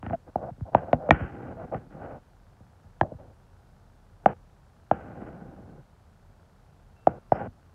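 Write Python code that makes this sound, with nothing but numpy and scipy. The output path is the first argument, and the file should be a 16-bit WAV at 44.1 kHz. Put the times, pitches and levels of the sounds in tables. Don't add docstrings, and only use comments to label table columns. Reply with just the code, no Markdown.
import sys
import numpy as np
from scipy import signal
from scipy.fft import rfft, irfft
from scipy.io import wavfile
from scipy.ndimage import uniform_filter1d, minimum_filter1d

SR = 44100
rng = np.random.default_rng(int(sys.argv[2]) if len(sys.argv) > 2 else 0)


def dump_mix(stems):
    frames = np.atleast_2d(stems).T
    limited = np.clip(frames, -1, 1)
    pcm = np.round(limited * 32767).astype(np.int16)
    wavfile.write(sys.argv[1], SR, pcm)


N = 341334
T = np.arange(N) / SR
TAPS = 8192
BINS = np.fft.rfftfreq(TAPS, 1 / SR)


def amp(db):
    return 10 ** (np.asarray(db) / 20)


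def unit(x):
    return x / np.sqrt(np.mean(x ** 2) + 1e-20)


def read(points, hz):
    f, values = np.transpose(points)
    return np.interp(np.log(hz + 1), np.log(f + 1), values)


def add(mix, s, sound):
    part = mix[max(round(s * SR), 0):][:len(sound)]
    part += sound[:len(part)]


def coloured(x, points):
    gain = amp(read(points, np.fft.rfftfreq(N, 1 / SR)))
    return unit(irfft(rfft(x) * gain, N))


def band(x, lo_hz, hi_hz):
    hz = np.fft.rfftfreq(N, 1 / SR) + 1
    loss = np.sqrt((1 + (lo_hz / hz) ** 20) * (1 + (hz / hi_hz) ** 20))
    return unit(irfft(rfft(x) / loss, N))


def wander(rate_hz):
    return band(rng.standard_normal(N), 0, rate_hz)


def excavator(rumble_db=-56.0, firing_hz=90.0, firing_db=-70, clatter_db=-77.0, tick_share=.12, rasp_db=-13):
    # (f/Hz, density level/dB per Hz)
    engine_tone = [(25, -31.5), (38, 6), (50, -8), (84, 0.5), (130, -6), (200, -11.5), (300, -20),
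                   (520, -19.5), (830, -19), (1050, -24), (1500, -27.5), (2100, -40), (4000, -58.5)]
    firings = np.cumsum(firing_hz * (1 + .003 * wander(3))) / SR
    rumble = coloured(rng.standard_normal(N), engine_tone)
    cycle = (firings / 3) % 1
    ticks = unit(1. * (np.diff(cycle, prepend=0) < 0))
    rasp = unit(np.exp(-cycle / tick_share) * rng.standard_normal(N))
    clatter_tone = [(500, -25), (950, -6), (1500, 0), (2000, -11), (4000, -28), (9000, -50)]
    clatter = coloured(ticks + amp(rasp_db) * rasp, clatter_tone)
    firing_note = np.sin(2 * np.pi * firings)
    return amp(rumble_db) * rumble + amp(clatter_db) * clatter + amp(firing_db) * firing_note


def hiss(level_db=-73.0):
    # (f/Hz, density level/dB per Hz)
    hiss_tone = [(100, 9.5), (2000, 0.5), (4500, -1.5), (8000, -6.5), (12000, -10.5), (15500, -17.5)]
    return amp(level_db) * coloured(rng.standard_normal(N), hiss_tone)


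def housing(tone, lag_turns, knee_hz=12):
    # (f/Hz, t60/s, peak level re direct path/dB)
    modes = [(245, .13, -9), (494, 0.27, -6)]
    # (delay t/s, level re direct path/dB)
    echoes = [(.0058, -33.5), (0.0162, -30.5)]
    log_gain = np.log(amp(tone))
    phase = -signal.hilbert(np.r_[log_gain, log_gain[-2:0:-1]]).imag[:len(BINS)]
    phase = phase - 2 * np.pi * lag_turns * np.log(1 + BINS / knee_hz)
    paths = 1 + sum(amp(db) * np.exp(-2j * np.pi * BINS * s) for s, db in echoes)
    for f, t60, db in modes:
        decay_s = t60 / np.log(1000)
        paths = paths + amp(db) / (1 + 2j * np.pi * (BINS - f) * decay_s)
    return irfft(np.exp(log_gain + 1j * phase) * paths)[:TAPS // 2]


def knocks(lag_turns=1.45, uneven_db=5.0, contact_hz=3900, snap=0.43, briefest_hz=6500,
           thump_db=-0.42, thump_light=.4, thump_hard=0.28, deep_share=1.4, deep_db=-4.0, clack_share=0.7584):
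    # (t/s, level before own colouring/dB, hardness as treble/dB, ring f/Hz)
    blows = [(0.028, -34, 21, 790), (0.064, -30, 21.5, 740), (0.098, -34.5, 23, 700),
             (0.1067, -26.5, 9, 737), (0.1314, -24, 9.5, 740), (0.3563, -12.5, -4.5, 730),
             (0.578, -35, -16, 540), (0.6076, -29.5, -23, 720), (0.748, -1, 2, 735),
             (0.9297, -3.5, 5.5, 667), (1.089, -11, 2, 590), (1.1075, -1.5, 21, 765),
             (1.207, -29, 17.5, 664), (1.7453, -23, 15, 634), (2.603, -44.5, 3, 600),
             (3.0112, -7, 7.5, 773), (3.031, -22.5, 1.5, 714), (3.117, -27.5, -6, 587.4),
             (4.259, 1.5, -1.5, 739), (4.9121, -5, 0.5, 752), (5.22, -44.5, 21, 720), (7.07, -1, -4.5, 722),
             (7.3192, -4, -7, 726), (6.719, -59, -2, 625), (7.467, -35, 9.5, 640)]
    # (f/Hz, density level/dB per Hz)
    knock_tone = [(25, -41), (60, -14.5), (130, -10), (330, -13), (450, -15.5), (600, -1.5), (770, 0.5),
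                  (880, -8.5), (1050, -18), (1250, -22), (1550, -25.5), (2700, -41), (4100, -57),
                  (11000, -74.5)]
    out = np.zeros(N)
    full = abs(housing(read(knock_tone, BINS), lag_turns)).max()
    spots_hz = np.geomspace(100, 8000, 40)
    uneven_share = read([(350, 0.68), (600, 0.067), (850, 0.36), (1300, 1)], BINS)
    for s, db, treble_db, ring_hz in blows:
        bass_db = thump_db - thump_light * db + thump_hard * treble_db
        colour = [(90, deep_share * bass_db + deep_db), (260, bass_db), (450, 0.0032), (850, 0.0058),
                  (1300, clack_share * treble_db), (3000, treble_db)]
        spot = np.interp(BINS, spots_hz, rng.standard_normal(len(spots_hz))) * uneven_share
        top_hz = min(contact_hz * amp(snap * (db + treble_db)), briefest_hz)
        contact_db = -10 * np.log10(1 + (BINS / top_hz) ** 6)
        ring_tone = read(knock_tone, BINS * 720 / ring_hz)
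        tone = ring_tone + read(colour, BINS) + uneven_db * spot + contact_db
        add(out, s, amp(db) / full * housing(np.maximum(tone, -100), lag_turns))
    return out


def slides(edge_s=.004, arch_db=7.5):
    # (start t/s, end t/s, first nominal level/dB,
    # hardness as treble/dB, fade/dB per s)
    drags = [(0.035, 0.104, -54, -3, 2), (0.749, 0.81, -31, -11.5, 102.5), (0.811, 0.925, -37, -19.5, 29),
             (0.94, 0.977, -33, -12.5, 451), (1.107, 1.57, -40.5, 4, 61), (1.757, 1.885, -46, -6.5, 149),
             (3.02, 3.153, -37, -27, 121.5), (3.19, 3.335, -47, -19, 88.5), (4.273, 4.334, -36, -10.5, 25),
             (4.915, 5.815, -44, -7.5, 30.5), (5.209, 5.818, -52, -9, 16),
             (7.079, 7.186, -39.5, -13.5, 104.5), (7.321, 7.475, -30.5, -11.5, 53)]
    # (start t/s, end t/s, nominal mid level/dB, hardness as treble/dB)
    strokes = [(0.12, 0.151, -40.5, -5), (0.268, 0.302, -43.5, -24), (0.364, 0.388, -43, -20),
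               (0.387, 0.505, -32.5, -28), (0.653, 0.702, -39.5, -33), (0.721, 0.75, -38.5, -25),
               (0.977, 1.132, -34, -27), (1.344, 1.587, -46, -13.5), (1.566, 1.661, -41, -16.5),
               (1.638, 1.727, -53, -11.5), (1.716, 1.764, -27, -22.5), (1.899, 1.956, -51.5, -7),
               (1.947, 2.186, -40.5, -15.5), (4.235, 4.251, -52, -18), (5.166, 5.242, -52.5, -14)]

    def grip(start, end):
        return np.sqrt(np.clip(np.minimum(T - start, end - T) / edge_s + .5, 0, 1))

    for start, end, db, treble_db, fade_db_per_s in drags:
        yield grip(start, end), db, treble_db, -fade_db_per_s * (T - start)
    for start, end, db, treble_db in strokes:
        from_middle = 2 * (T - start) / (end - start) - 1
        yield grip(start, end), db, treble_db, -arch_db * from_middle ** 2


def rubs(slips_per_s=2000, spread_db=2.0, flutter_db=1.67, treble_fade=1.5, bright_db=-11,
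         rumble_base_db=-46, rumble_press=.62, rumble_hard=0.46, middling_db=-46.0,
         lower_db=-8.5, soft_share=0.22, middle_db=-8.5, upper_db=-8.0, upper_share=.35,
         high_db=-2.5, top_db=-9, top_share=0.16):
    # (f/Hz, density level/dB per Hz)
    rub_tone = [(25, -32), (65, -0.5), (140, 4), (250, -2.5), (390, -5), (530, -1.5), (680, -2), (810, -4),
                (1000, -13), (1200, -11.5), (1500, -13), (1850, -22.5), (3000, -31.5), (3900, -49)]
    # (f/Hz, width/Hz, boost/dB)
    rub_peaks = [(562, 37, 1.5), (802, 45, 5), (1243.5, 20, 3), (1486, 350, 12), (1768, 36, 2.5),
                 (1961, 31, 6)]
    sizes = amp(spread_db * np.minimum(rng.exponential(1, N), 4)) * rng.choice([-1, 1], N)
    slips = sizes * (rng.random(N) < slips_per_s / SR) * amp(flutter_db * wander(27))
    peaks_db = sum(db / (1 + (2 * (BINS - hz) / width) ** 2) for hz, width, db in rub_peaks)
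    sound = signal.oaconvolve(slips, housing(read(rub_tone, BINS) + peaks_db, lag_turns=1.4))[:N]
    edges_hz = [0, 360, 520, 720, 1080, 1900, 3200]
    bands = [band(sound, lo, hi) for lo, hi in zip(edges_hz[:-1], edges_hz[1:])]
    low, lower, middle, upper, high, top = bands
    out = np.zeros(N)
    for grip, db, treble_db, pressure_db in slides():
        at = grip > 0
        swell = pressure_db[at]
        press_db = db + swell
        hardness = treble_db - bright_db
        rumble_db = rumble_base_db + rumble_press * (press_db - middling_db) + rumble_hard * hardness
        body_db = lower_db + soft_share * min(hardness, 0) + (rumble_db + press_db) / 2
        rumble = low[at] * amp(rumble_db) + lower[at] * amp(body_db)
        ring = amp(middle_db) * middle[at] + amp(upper_db + upper_share * hardness) * upper[at]
        rasp = amp(high_db) * high[at] + amp(top_db + top_share * hardness) * top[at]
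        rasp_db = db + treble_db + treble_fade * swell
        out[at] += grip[at] * (rumble + ring * amp(press_db) + rasp * amp(rasp_db))
    return out


def bumps(lag_turns=1.8):
    # (t/s, peak level/dB, centre
    # f/Hz)
    contacts = [(0.066, -39, 105), (0.506, -34.5, 124), (0.608, -25, 100), (1.107, -20.5, 80),
                (1.206, -27.5, 75), (2.606, -50, 100), (2.841, -44, 100), (3.011, -26.5, 110),
                (3.138, -37.5, 100), (7.468, -41, 105)]
    # (f as a multiple of its centre, density level/dB per Hz)
    bump_tone = [(.2, -33), (.55, -5), (1, 2.5), (1.5, -3.5), (2.3, -18), (4, -31), (8, -36), (16, -43.5),
                 (40, -81.5)]
    out = np.zeros(N)
    for s, db, centre_hz in contacts:
        points = [(multiple * centre_hz, gain) for multiple, gain in bump_tone]
        bump = housing(read(points, BINS), lag_turns)
        add(out, s, amp(db) * bump / abs(bump).max())
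    return out


def squeaks(waver=0.015):
    # (start t/s, length t/s, f/Hz, pitch change as a share of f, peak level/dB)
    locked_slips = [(0.127, 0.032, 678, -0.079, -23.5), (1.034, 0.064, 601.7, -.12, -34.5),
                    (1.575, 0.062, 641, -0.13, -36.5), (3.045, 0.017, 611, 0.068, -32)]
    out, drift = np.zeros(N), wander(90)
    for s, length, hz, glide, db in locked_slips:
        u = np.linspace(0, 1, int(length * SR))
        pitch = hz * (1 + glide * (u - .5) + waver * drift[int(s * SR):][:len(u)])
        add(out, s, amp(db) * np.sin(np.pi * u) * np.sin(2 * np.pi * np.cumsum(pitch) / SR))
    return out


def squeal(hz=1345, rise=0.0097, db=-75, octave_db=-70, octave_s=0.14):
    start, end = 6.955, 7.3
    out, t = np.zeros(N), np.arange(0, end - start, 1 / SR)
    phase = 2 * np.pi * np.cumsum(hz * (1 + rise * t / t[-1])) / SR
    octave = amp(octave_db) * np.exp(-t / octave_s) * np.sin(2 * phase)
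    tone = amp(db) * np.sin(phase) + octave
    add(out, start, signal.windows.tukey(len(t), .08) * tone)
    return out


def scuff(middle_s=7.347, width_s=0.036, db=-73):
    sizzle = coloured(rng.standard_normal(N), [(4300, -39), (4950, 4), (5550, -2.5), (6300, -36.0)])
    return amp(db) * np.exp(-((T - middle_s) / width_s) ** 2) * sizzle


def scene():
    far = excavator() + squeal()
    handling = knocks() + rubs() + bumps() + squeaks() + scuff()
    return (far + hiss() + handling)[None]


def record(dry, edge_hz=15750):
    room = np.minimum(1, .93 / (abs(dry[0]) + 1e-9))
    held = minimum_filter1d(room, size=129)
    gain = uniform_filter1d(uniform_filter1d(held, size=65), size=65)
    lowpass = signal.firwin(511, edge_hz, window=("kaiser", 9), fs=SR)
    return signal.oaconvolve(dry * gain, lowpass[None], "same")


dry = scene()
out = record(dry)
dump_mix(out)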